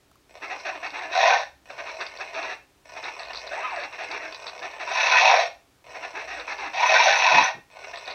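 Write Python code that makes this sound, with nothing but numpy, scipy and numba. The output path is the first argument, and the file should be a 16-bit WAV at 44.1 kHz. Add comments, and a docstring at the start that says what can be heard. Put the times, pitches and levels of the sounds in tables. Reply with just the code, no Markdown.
"""Two faint taps on the case over quiet room tone, then two brushless ducted fans fail to start, five tries in a row.
Torque pulses tick the stators under a thin switching whine; the rotors lurch and stall in short rasping kicks.
Noisy jolts through resonances make the ticks, rasps and duct rattle; gliding harmonics make growls and blade tones.
Three times the rotors shake hard in their plastic ducts, and once they nearly run up.
It all happens in a small carpeted room, with one microphone held in the hand."""
import sys
import numpy as np
from scipy import signal
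from scipy.fft import rfft, irfft
from scipy.io import wavfile
from scipy.ndimage import uniform_filter1d
from numba import njit

SR = 44100
rng = np.random.default_rng(int(sys.argv[2]) if len(sys.argv) > 2 else 0)


def int16_out(signal):
    """Quantize to a 16-bit WAV file."""
    q = np.round(np.clip(np.atleast_2d(signal).T, -1, 1) * 32767)
    wavfile.write(sys.argv[1], SR, q.astype(np.int16))


N = 358974  # length in samples
T = np.arange(N) / SR  # time in seconds


def undb(db):
    """Decibels to gain."""
    return 10 ** (np.asarray(db) / 20)


def unit(x):
    """Scale to rms 1."""
    return x / np.sqrt(np.mean(x ** 2) + 1e-18)


def add(out, start, x):
    """Mix x in at a time in seconds."""
    i = max(0, int(start * SR))
    out[i:i + len(x)] += x[:max(0, N - i)]


def gate(start, end, fade):
    """1 between two times, with straight ramps inside them."""
    return np.clip(np.minimum(T - start, end - T) / fade, 0, 1)


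def colour(x, points):
    """Causal minimum-phase filter through (Hz, dB) points."""
    hz, db = np.transpose(points)
    grid = np.fft.rfftfreq(4096, 1 / SR)
    cepstrum = irfft(np.log(undb(np.interp(np.log(grid + 1), np.log(hz), db))))
    half = len(cepstrum) // 2
    # folding the cepstrum forward in time makes the filter causal
    cepstrum[1:half] *= 2
    cepstrum[half + 1:] = 0
    response = irfft(np.exp(rfft(cepstrum)))
    return signal.oaconvolve(x, response)[:len(x)]


def ring(x, modes):
    """Sum of (Hz, width Hz, dB) resonances."""
    return sum(undb(db) * signal.lfilter(*signal.iirpeak(hz, hz / width, SR), x) for hz, width, db in modes)


def band(x, low_hz, high_hz, order=4):
    """Steep band-pass."""
    sos = signal.butter(order, [low_hz, high_hz], "band", fs=SR, output="sos")
    return signal.sosfilt(sos, x)


@njit
def sweep(x, hz, width):
    """State-variable band-pass whose centre moves."""
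    out, band_state, low_state = np.empty(len(x)), 0., 0.
    for i in range(len(x)):
        g, k = np.tan(np.pi * hz[i] / SR), width / hz[i]
        v = (band_state + g * (x[i] - low_state)) / (1 + g * (g + k))
        band_state, low_state, out[i] = 2 * v - band_state, low_state + 2 * g * v, k * v
    return out


def walk(rate):
    """Random wander with a spread near 1, through `rate` chance points a second."""
    knots = rng.standard_normal(N // 10)
    return 1.203 * np.interp(T * rate, np.arange(len(knots)), knots)


def jolts(hz, jitter, scatter_db, grit, grit_s):
    """Mistimed torque steps of two motors; each jolt trails a short scrape. The power stays even."""
    turns = np.cumsum(hz * np.ones(N)) / SR
    steps = np.zeros(N)
    for motor in range(2):
        gap, size, side = rng.standard_normal((N // 40, 3)).T
        at = np.searchsorted(turns, np.cumsum(np.exp(jitter * gap)))
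        step = np.sign(side) * undb(scatter_db * size)
        np.add.at(steps, at[at < N], step[at < N])
    scrape_power = signal.lfilter([1], [1, -np.exp(-2 / (grit_s * SR))], steps ** 2)
    scrape = np.sqrt(scrape_power) * rng.standard_normal(N)
    out = unit(steps) + grit * unit(scrape)
    return out / np.sqrt(np.abs(uniform_filter1d(out ** 2, size=1800)) + .01)


# Throttle openings, one list a try. Each row: time in seconds, relative level of the stator ticking in dB.
TRIES = [
    [(.294, -58), (.34, -58), (.37, -46), (.6, -38.5), (.8, -41.5), (1.43, -41)],
    [(1.655, -50), (1.69, -42), (1.96, -38.5), (2.12, -41), (2.29, -38.5), (2.56, -41.5)],
    [(2.849, -51), (2.9, -42), (3.15, -39), (3.35, -36.5), (3.49, -38), (3.6, -35.5), (3.9, -48.5),
     (3.95, -40), (4.42, -38), (4.56, -39), (4.75, -41), (5.483, -37.5)],
    [(5.842, -54.5), (5.866, -50), (5.885, -42.5), (6.11, -39.5), (6.42, -39.5), (6.72, -41),
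     (7.483, -41.5)],
    [(7.703, -46.5), (7.745, -46), (7.765, -40.5), (7.9, -37.5), (8.2, -39)],
]
# Single pulses that open a try. Each row: start in seconds, relative level in dB as spread over 10 ms.
OPENING_PULSES = [(0.295, -51), (.309, -48), (.342, -48), (.354, -40.5), (1.657, -48), (2.857, -44),
                  (2.895, -41), (5.843, -49), (5.867, -44.5), (7.702, -50.5)]
# Stator resonances. Each row: centre in Hz, width in Hz, relative level in dB.
STATOR_MODES = [(650, 143, 3), (940, 190, -2), (1487, 45, -4), (1816, 120, -3.5), (2167, 140, -1),
                (2475, 62, 2.5), (3500, 230, -16), (4000, 130, -12), (4265, 200, -16), (5645, 590, -1),
                (5940, 190, -6.5)]
WHINE_HZ, WHINE_DB, WHINE_HISS_DB = 8014, -68, -4.5  # switching tone; hiss against the tone


def stators():
    """Start-up pulses tick the stalled stators; the controllers' switching whines while the throttle is open."""
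    throttle = sum(gate(rows[0][0], rows[-1][0], .002) for rows in TRIES)
    current = undb(np.interp(T, *np.concatenate(TRIES).T) + walk(14))  # wavers by about 1 dB
    drive = jolts(hz=74.95, jitter=.35, scatter_db=2.5, grit=0.98, grit_s=0.0046) * throttle
    opening = np.zeros(N)
    for start, db in OPENING_PULSES:
        add(opening, start, undb([db]) * np.sqrt(.01 * SR))
    flicker = [undb(2.5 * walk(22)) for _ in STATOR_MODES]  # the rotor rests at ever new angles

    def body(x):
        modes = sum(gain * ring(x, [mode]) for gain, mode in zip(flicker, STATOR_MODES))
        return band(modes, 384, 4760, order=6)

    ticks = undb(-3.5) * body(drive * current + opening) / np.std(body(drive))
    phase = 2 * np.pi * np.cumsum(WHINE_HZ + 25 * walk(150)) / SR
    tone = np.sin(phase) * undb(6 * walk(50))
    hiss = band(drive, WHINE_HZ - 230, WHINE_HZ + 130)
    whine = unit(unit(tone) + undb(WHINE_HISS_DB) * unit(hiss))
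    return ticks + undb(WHINE_DB) * throttle * whine


# Rotor kicks. Each row: start in seconds, length in seconds, relative level in dB.
KICKS = [(0.415, 0.053, -34.5), (0.493, 0.05, -31.5), (0.646, 0.063, -29.5), (0.742, 0.025, -33.5),
         (0.823, 0.058, -31), (0.93, 0.074, -33), (1.003, 0.064, -34.5), (1.089, 0.06, -39),
         (1.694, 0.026, -36), (1.776, 0.041, -33.5), (1.849, 0.068, -35), (1.995, 0.043, -30),
         (2.194, 0.043, -31.5), (2.337, 0.072, -31), (2.41, 0.063, -31.5), (2.47, 0.074, -33),
         (2.957, 0.035, -35), (3.025, 0.076, -33), (3.185, 0.052, -38.5), (3.295, 0.023, -35),
         (3.823, 0.041, -31), (3.915, 0.047, -37.5), (3.98, 0.078, -33), (4.101, 0.085, -32.5),
         (4.212, 0.061, -36.5), (4.316, .025, -40), (4.453, 0.046, -40), (4.722, .03, -39),
         (2.052, .022, -38.5), (3.438, .05, -47), (4.618, 0.056, -32.5), (4.79, 0.056, -31.5),
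         (4.865, 0.052, -29.5), (5.939, 0.041, -36), (6.019, 0.044, -33.5), (6.145, 0.09, -34.5),
         (6.272, 0.087, -34), (6.354, 0.07, -36), (6.471, 0.072, -31), (6.581, 0.11, -33),
         (7.832, 0.023, -35), (7.927, 0.025, -36), (7.972, 0.024, -42), (8.063, 0.049, -38)]
# The one time the rotors nearly run up. Each row: time in seconds, blade rate of the faster fan in Hz,
# blade rate of the slower fan in Hz, relative level of the blade tones in dB.
RUN_UP = [(3.504, 561.2, 495, -50), (3.536, 690, 617, -31.5), (3.56, 794, 685, -37),
          (3.585, 922.6, 777, -29.5), (3.614, 1112, 926, -43), (3.652, 1289, 1048, -25.5),
          (3.684, 1140, 985, -38), (3.712, 999, 859, -39), (3.733, 880, 736.4, -29),
          (3.76, 739.6, 650, -39.5), (3.788, 613, 586.2, -29.5), (3.81, 547, 503, -43),
          (3.83, 471, 399, -45)]
STALL_HZ, SPIN_HZ_PER_S = 324.8, 3200  # a kick gains speed for half its length, then loses it
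KICK_ATTACK_S, KICK_RELEASE_S = .011, 0.0092
RUN_UP_DB = -33.5  # relative level of the rasp while the fans run up


def lurches():
    """Force and commutation rate of the rotors: the longer a kick lasts, the faster they get."""
    force, hz = np.zeros(N), np.full(N, float(STALL_HZ))
    for start, length, db in KICKS:
        t = np.arange(int(max(length, .01) * SR)) / SR
        add(force, start, undb(db) * np.clip(np.minimum(t / KICK_ATTACK_S, t[::-1] / KICK_RELEASE_S), 0, 1))
        add(hz, start, SPIN_HZ_PER_S * np.minimum(t, t[::-1]))
    s, run_hz, _, _ = np.transpose(RUN_UP)
    running = gate(s[0], s[-1], KICK_ATTACK_S)
    return force + undb(RUN_UP_DB) * running, hz + running * (np.interp(T, s, run_hz) - hz)


# Spectrum of the kick rasp. Each row: frequency in Hz, gain in dB.
KICK_COLOUR = [(150, -39), (250, -18), (320, -5.5), (520, -1), (650, -1), (760, -0.5), (900, -4.5),
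               (1200, -1), (1560, -0.5), (1690, 1.5), (1780, 3.5), (1880, -1.5), (1970, -4.5), (2150, -2),
               (2580, 4.5), (2780, 2), (3100, -38), (5000, -61)]
# Spectrum of the scraping treble, for kicks and shaking. Each row: frequency in Hz, gain in dB.
TREBLE_COLOUR = [(2000, -49.5), (3050, -5), (3500, 2.5), (3780, 4.5), (4250, 0.5), (4950, -7.5),
                 (5300, -7.5), (5550, 4), (5800, -4), (6020, -3), (6350, -10), (6750, -18), (7200, -54.5),
                 (8200, -87.5)]
KICK_TREBLE_DB = -13  # scraping against the rasp
RUN_UP_TREBLE_DB, RUN_UP_LOW_DB = -6.5, -4.5  # change of scraping and low rasp while spinning freely


def kicks():
    """The rotors catch, speed up and stall: their rasp's pulse rate rises and falls as two resonances slide."""
    force, hz = lurches()
    drive = jolts(hz=hz, jitter=.1, scatter_db=2.5, grit=0.47, grit_s=0.0041)
    slide = np.exp(.17 * walk(25))
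    chatter = sum(unit(sweep(drive, centre_hz * slide, 59.0)) * undb(db)
                  for centre_hz, db in ((730, -4.5), (1900, -7.5)))
    rasp = unit(unit(colour(drive, KICK_COLOUR)) + band(chatter, 452, 2400))
    free = gate(RUN_UP[0][0], RUN_UP[-1][0], 0.084)  # spinning freely, the rotors scrape and knock less
    high_pass = signal.butter(3, 1300, "high", fs=SR, output="sos")
    upper = signal.sosfiltfilt(high_pass, rasp)
    rasp = upper + undb(RUN_UP_LOW_DB * free) * (rasp - upper)
    treble_gain = undb(KICK_TREBLE_DB + RUN_UP_TREBLE_DB * free)
    return force * (rasp + treble_gain * unit(colour(drive, TREBLE_COLOUR)))


# Bouts of hard shaking, one list a bout. Each row: time in seconds, duct level in dB and rasp level in dB
# (both before the trims below), loudest duct resonance in Hz before it strays.
SHAKING = [
    [(1.11, -43, -36, 755), (1.162, -19.5, -25, 710), (1.202, -25.5, -24, 712), (1.21, -20.5, -21.5, 714),
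     (1.276, -18.5, -20.5, 703), (1.336, -17, -23, 778), (1.38, -28.5, -27.5, 810), (1.4, -25, -34, 800),
     (1.44, -50, -33, 750)],
    [(4.91, -29, -31, 694), (4.958, -26.5, -25.5, 919), (5.194, -20.5, -19, 950), (5.236, -18, -19, 775),
     (5.29, -16.5, -18, 972), (5.328, -16.5, -20, 739.3), (5.418, -21.5, -24.5, 694.2),
     (5.46, -35, -34.5, 759), (5.48, -37, -41, 763)],
    [(6.73, -39.5, -34.5, 724), (6.798, -22, -26.5, 980), (6.85, -25.5, -24, 930), (6.876, -26, -25.5, 897),
     (6.9, -23, -19.5, 800), (6.958, -16.5, -18.5, 820), (7.01, -20.5, -18.5, 968),
     (7.084, -20.5, -17.5, 777), (7.162, -25.5, -23, 940), (7.378, -16.5, -18.5, 914),
     (7.468, -28.5, -27, 963), (7.515, -30, -36.5, 718)],
]
# Duct resonances. Each row: centre in Hz, width in Hz, relative level in dB.
DUCT_MODES = [(675.8, 55, -6.5), (775, 33, 2), (932, 70, -0.5), (1002, 41, -4.5)]
# Blade resonances. 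Each row: centre in Hz, width in Hz, relative level in dB.
BLADE_MODES = [(1518, 78, 2.5), (1737.5, 93, 1), (1845, 18, 3), (2080, 9.4, -12), (2173, 110, -7),
               (2357, 200, -4), (2527, 60, 3.5), (2680, 22, -8)]
# Spectrum of the blade rasp, for shaking and slams. Each row: frequency in Hz, gain in dB.
RASP_COLOUR = [(280, -56), (450, -10), (620, -6.5), (1000, -0.5), (1200, -7), (1700, 0.5), (2550, 8.5),
               (2850, -2), (3100, -17.5), (5000, -72)]
DUCT_TRIM_DB, RASP_TRIM_DB, SHAKE_TREBLE_DB = -1.1, -0.43, -7.5  # the treble follows the rasp level
UPPER_BLADES_HZ, UPPER_BLADES_WIDTH_HZ = 2600, 480
UPPER_BLADES_EVEN_HZ = 880  # duct resonance at which the upper blade band is left as it is


def shaking():
    """With more current the rotors slam to and fro, ringing ducts and blades, now one resonance, now another."""
    s, duct_db, rasp_db, hz = np.concatenate(SHAKING).T
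    bouts = sum(gate(bout[0][0], bout[-1][0], 0.0062) for bout in SHAKING)
    drive = jolts(hz=110.33, jitter=.45, scatter_db=1.0, grit=1.7, grit_s=0.0063)

    def restless(modes):
        return unit(sum(ring(drive, [mode]) * undb(3 * walk(35)) for mode in modes))

    loudest_hz = np.interp(T, s, hz)
    centre = loudest_hz * np.exp(0.035 * walk(30))  # strays as the speed jerks about
    boom = unit(sweep(sweep(drive, centre, 260.), centre, 260.))
    duct = unit(band(boom + 1.58 * restless(DUCT_MODES), 478, 1123))
    blades = unit(unit(colour(drive, RASP_COLOUR)) + 1.17 * unit(band(restless(BLADE_MODES), 1354, 2750)))
    # the upper blade resonances grow as the shaking gets faster
    lift = (loudest_hz / UPPER_BLADES_EVEN_HZ) ** 2 - 1
    blades = blades + lift * ring(blades, [(UPPER_BLADES_HZ, UPPER_BLADES_WIDTH_HZ, 0)])
    treble = unit(colour(drive, TREBLE_COLOUR))
    lumps = unit(undb(0.76 * walk(130)))
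    rasp = (undb(RASP_TRIM_DB) * blades + undb(SHAKE_TREBLE_DB) * treble) * lumps
    duct_gain = undb(np.interp(T, s, duct_db) + DUCT_TRIM_DB)
    return bouts * (duct_gain * duct + undb(np.interp(T, s, rasp_db)) * rasp)


# Hardest slams within the shaking. Each row: start in seconds, ring in Hz, relative level of the boom in dB.
SLAMS = [(1.154, 715, -21), (1.186, 700, -19.5), (1.207, 800, -23.5), (1.233, 786, -16), (1.257, 658, -19),
         (1.297, 777, -13), (1.313, 652, -20), (1.33, 784, -23), (5.153, 990, -15.5), (5.221, 746, -15),
         (5.24, 903, -21.5), (5.295, 798, -12), (5.33, 713, -13.5), (5.343, 650, -18.5), (6.74, 728, -29.5),
         (6.78, 800, -22.5), (6.826, 967, -15), (6.857, 1003, -16.5), (6.893, 638, -18), (6.92, 662, -21),
         (6.998, 961, -14), (7.067, 615, -17.5), (7.112, 807, -17.5), (7.24, 775, -17), (7.272, 990, -15),
         (7.318, 900, -27.5), (7.385, 1012, -15.5)]
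SLAM_RISE_S, SLAM_RASP_DB = 0.0059, -7  # time to the peak; rasp against the boom


def slams():
    """The hardest jerks of the shaking: the duct booms briefly, and the blades rasp with it."""
    out, t = np.zeros(N), T[:SR // 12]
    swell = t / SLAM_RISE_S * np.exp(1 - t / SLAM_RISE_S)
    for start, hz, db in SLAMS:
        rasp = unit(colour(rng.standard_normal(len(t)), RASP_COLOUR)) * swell ** 2
        boom = swell * np.sin(2 * np.pi * hz * t)
        add(out, start, undb(db) * (boom + undb(SLAM_RASP_DB) * rasp))
    return out


def run_up():
    """Both fans spin for a moment: two blade tones with their overtones climb and sink."""
    s, faster_hz, slower_hz, db = np.transpose(RUN_UP)
    tones = 0
    for hz, fan_db in ((faster_hz, 0), (slower_hz, -2)):
        phase = 2 * np.pi * np.cumsum(np.interp(T, s, hz) * (1 + 0.013 * walk(220))) / SR
        fan_gain = undb(fan_db + 1.3 * walk(70))
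        # the overtones fall by 11.5 dB an octave
        tones = tones + fan_gain * sum(undb(-11.5 * np.log2(k)) * np.sin(k * phase) for k in range(1, 4))
    return gate(s[0], s[-1], KICK_ATTACK_S) * undb(np.interp(T, s, db)) * unit(tones)


# Low growls of a turning rotor. Each row: start in seconds, length in seconds, start pitch in Hz,
# end pitch in Hz (both before the shake), relative level in dB.
GROWLS = [(0.418, 0.088, 299.6, 387, -51.5), (0.494, 0.086, 366, 276, -55),
          (0.636, 0.15, 393, 297.6, -51.5), (0.823, 0.078, 373.7, 309.4, -53),
          (0.921, 0.081, 283.3, 392.6, -49.5), (0.994, 0.08, 383.4, 304, -49),
          (1.072, 0.047, 308, 380.5, -48), (1.986, 0.042, 356.3, 372, -45.5), (2.185, 0.06, 356, 312, -55),
          (2.369, 0.1, 299.2, 379.6, -47.5), (2.463, 0.087, 382, 292, -59), (2.948, 0.047, 318.2, 347, -55),
          (3.034, 0.058, 309, 378, -50), (3.819, 0.042, 376.6, 256.3, -53),
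          (4.091, 0.082, 297.9, 441.6, -45), (4.196, .1, 304.7, 333.6, -48.5),
          (4.611, 0.061, 315.4, 374, -49.5), (6.009, 0.058, 322.5, 394.3, -49),
          (6.137, 0.085, 320.1, 479, -44.5), (6.365, 0.062, 285.1, 331.7, -52.5),
          (6.473, 0.072, 401.4, 315.3, -50), (6.59, 0.094, 431, 274.2, -47.5)]
GROWL_OCTAVE_DB, GROWL_BUZZ_DB = 3, 3  # second harmonic; each higher harmonic, before it wanders


def growls():
    """A rotor that catches for a few turns growls on a low gliding note, with a buzz of unsteady harmonics."""
    level, hz = np.zeros(N), np.full(N, float(STALL_HZ))
    for start, length, start_hz, end_hz, db in GROWLS:
        level += undb(db) * gate(start, start + length, 0.0037)
        turning = (T > start) & (T < start + length)
        hz[turning] = np.linspace(start_hz, end_hz, turning.sum())
    phase = 2 * np.pi * np.cumsum(hz * (1 + 0.0295 * walk(200))) / SR  # the note shakes
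    buzz = sum(walk(45) * np.sin(k * phase) for k in range(3, 7))
    return level * (np.sin(phase) + undb(GROWL_OCTAVE_DB) * np.sin(2 * phase) + undb(GROWL_BUZZ_DB) * buzz)


def knocks(rows, spectrum, decay_s):
    """Short hard contacts: decaying noise bursts with a common colour and a peak level each."""
    out, t = np.zeros(N), T[:SR // 40]
    for start, db in rows:
        hit = colour(rng.standard_normal(len(t)) * np.exp(-t / decay_s), spectrum)
        add(out, start, undb(db) * hit / np.abs(hit).max())
    return out


# Sharp clacks of the loose rotor. Each row: start in seconds, peak level in dB before a common 2.5 dB lift.
CLACKS = [(2.0056, -34), (2.0102, -24.5), (2.0655, -24.5), (2.3435, -31), (2.4281, -29), (3.041, -27),
          (3.1951, -28.5), (3.2328, -29), (3.333, -26), (3.3475, -27), (3.357, -22.5), (3.3708, -28),
          (3.3744, -22), (3.3917, -32), (3.4753, -27), (3.8359, -29), (4.1148, -26), (4.3249, -29),
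          (4.3463, -27), (4.3595, -33), (4.4235, -36), (4.4675, -26), (4.471, -35), (4.4775, -25),
          (4.4814, -24.5), (4.493, -33), (4.4968, -33), (4.5922, -35), (4.6281, -28.5), (6.398, -26.5),
          (6.6506, -43), (6.6636, -31), (7.9582, -27.5), (7.9727, -28), (7.9865, -32), (8.057, -33),
          (8.077, -25), (8.1005, -31), (8.1074, -26), (8.1127, -24), (8.128, -33)]
# Spectrum of a clack. Each row: frequency in Hz, gain in dB.
CLACK_COLOUR = [(500, -20.5), (1000, -4), (2600, -9), (3100, -14), (3700, 2), (4600, 1.5), (5200, -11),
                (6300, -29.5), (7200, -43.5), (9000, -57.5)]
FAINT_CLACK_RATE, FAINT_CLACK_DB, FAINT_SCATTER_DB = 5.6, -33, 0.5  # sets the gaps; level before the lift
FAINT_CLACK_DELAY_S = .3  # the rotor works loose a while into each try


def clacks():
    """The loose rotor strikes its duct: some sharp clacks, and faint ones at random well into each try."""
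    chance = rng.standard_normal((100, 2))
    times = np.cumsum(np.exp(chance[:, 0] - .5)) / FAINT_CLACK_RATE
    faint = [(s, FAINT_CLACK_DB + FAINT_SCATTER_DB * size) for s, size in zip(times, chance[:, 1])
             if any(rows[0][0] + FAINT_CLACK_DELAY_S < s < rows[-1][0] for rows in TRIES)]
    return undb(2.5) * knocks(list(CLACKS) + faint, CLACK_COLOUR, decay_s=0.0014)


# Screeches of the windings. Each row: start in seconds, length in seconds, relative level in dB.
SCREECHES = [(4.933, 0.022, -37), (4.998, 0.09, -37), (5.116, 0.022, -32), (5.267, 0.017, -33),
             (6.862, 0.021, -29.5), (7.035, 0.027, -29), (7.154, 0.055, -33.5), (7.436, 0.016, -26)]


def screeches():
    """At full current the controller races ahead of a stuck rotor and the windings screech on odd harmonics."""
    level = sum(undb(db) * gate(start, start + length, 0.0034) for start, length, db in SCREECHES)
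    phase = 2 * np.pi * np.cumsum(2008 * (1 + 0.008 * walk(300))) / SR
    partials = sum(undb(db) * np.sin(k * phase) for k, db in ((1, -7.5), (3, -1), (5, -27)))
    return level * undb(1.2 * walk(90)) * unit(partials)


# The rotor falls into step with one resonance, which sings out. Each row: start in seconds,
# length in seconds, pitch in Hz before it strays, relative level in dB.
SQUEALS = [(1.203, 0.02, 1870, -21), (1.255, 0.021, 1890, -24), (1.292, .018, 1560, -22),
           (1.318, 0.023, 1535, -19.5), (1.35, 0.031, 1835, -26), (2.36, 0.038, 640, -32),
           (2.49, 0.025, 1700, -35.5), (5.03, 0.023, 2600, -24), (5.15, 0.019, 1800, -23),
           (5.16, .018, 2570, -20), (5.19, 0.025, 2560, -19.5), (5.268, 0.024, 2550, -21.5),
           (5.388, 0.062, 690, -24), (6.975, 0.035, 2380, -22), (7.0, .03, 1870, -31),
           (7.07, 0.034, 580, -24), (7.075, 0.036, 1870, -39), (7.245, .035, 915, -22.5),
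           (7.315, .03, 2570, -21.5), (7.465, .03, 1870, -26.5)]


def squeals():
    """One resonance of a blade or duct sings out briefly, a little unsteady in pitch."""
    out, stray = np.zeros(N), 1 + 0.012 * walk(160)
    for start, length, hz, db in SQUEALS:
        t = np.arange(int(max(length, .01) * SR)) / SR
        phase = 2 * np.pi * np.cumsum(hz * stray[int(start * SR):][:len(t)]) / SR
        swell = np.clip(np.minimum(t, t[::-1]) / 0.0078, 0, 1)
        add(out, start, undb(db) * swell * unit(np.sin(phase)))
    return out


# Soft bumps of the hand. Each row: start in seconds, length in seconds, relative level in dB at the start.
BUMPS = [(7.317, 0.14, -37), (7.536, 0.08, -46.5)]
# Faint handling taps. Each row: start in seconds, peak level in dB.
TAPS = [(.114, -46), (.156, -47)]


def handling():
    """The hand bumps and taps the plastic case near the microphone: low noise swells and short knocks."""
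    press = 0
    for start, length, db in BUMPS:
        fall_db = -7 * np.clip((T - start) / length, 0, 1)  # a bump dies away as it lasts
        press = press + undb(db + fall_db) * gate(start, start + length, 0.018)
    bumps = press * unit(band(rng.standard_normal(N), 120, 410, order=3))
    tap_colour = [(300, -14), (1300, 4), (2000, -25), (3500, -16), (7000, -23)]  # (Hz, dB)
    return bumps + knocks(TAPS, tap_colour, decay_s=0.0032)


# Low drone swells. Each row: start in seconds, length in seconds, pitch in Hz before it wanders, level in dB.
DRONES = [(1.335, 0.38, 68.7, -66), (3.219, .4, 52.4, -64), (6.2, .3, 53.06, -62),
          (6.521, 0.23, 55.04, -64)]


def drone():
    """A faint low drone, a sine of wandering pitch, comes and goes."""
    out = 0
    for start, length, hz, db in DRONES:
        phase = 2 * np.pi * np.cumsum(hz * (1 + 0.037 * walk(22))) / SR
        out = out + undb(db) * gate(start, start + length, 0.075) * unit(np.sin(phase))
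    return out


# Spectrum of the room tone. Each row: frequency in Hz, gain in dB.
ROOM_TONE = [(15, -16.5), (25, -11.5), (60, 2), (98, -6.5), (131, -1.5), (158, -12), (186, -7),
             (243, -12.5), (271, -3), (501, -11.5), (558, -11), (5720, -21.5), (7280, -24), (15000, -30.5)]


def room_tone():
    """Quiet coloured noise fills the background, its level barely wavering."""
    return undb(-61.5 + 0.29 * walk(9.6)) * unit(colour(rng.standard_normal(N), ROOM_TONE))


def room(x, t60_s, wet_db):
    """Close walls and furniture: dense reflections with a short tail and an even colour."""
    t = T[:SR * 2 // 3]
    decay = undb(-60 * t / t60_s) + 3.36 * np.exp(-t / 0.0037)
    tail = rng.standard_normal(len(t)) * (t > .003) * decay
    direct = t == 0
    spectrum = rfft(direct + undb(wet_db) * tail / np.linalg.norm(tail), 2 * len(t))
    even = spectrum / np.sqrt(uniform_filter1d(np.abs(spectrum) ** 2, size=100))
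    return signal.oaconvolve(x, irfft(even)[:len(t)])[:N]


# Sharp resonances that ring on after the shaking. Each row: centre in Hz, width in Hz, relative level in dB.
RING_ON = [(652, 13, -16), (778, 12, -12.5), (1886, 7, -6.5)]


def scene():
    """Fans, room and hand, the same in both channels."""
    shake = shaking() + slams()
    fans = stators() + kicks() + growls() + shake + ring(shake, RING_ON)
    highs = room(clacks() + screeches(), t60_s=0.16, wet_db=-3)  # the carpet soaks up the treble sooner
    tones = room(run_up() + squeals(), t60_s=0.3, wet_db=-5.5)  # the ducts beam their tones at the microphone
    mono = room(fans, t60_s=0.28, wet_db=-2.5) + highs + tones + handling() + drone() + room_tone()
    return np.array([mono, mono])


def record(dry):
    """The recorder cuts the top above 15.7 kHz with a steep low-pass."""
    return signal.sosfilt(signal.ellip(8, .2, 70, 15700, fs=SR, output="sos"), dry)


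dry = scene()
out = record(dry)
int16_out(out)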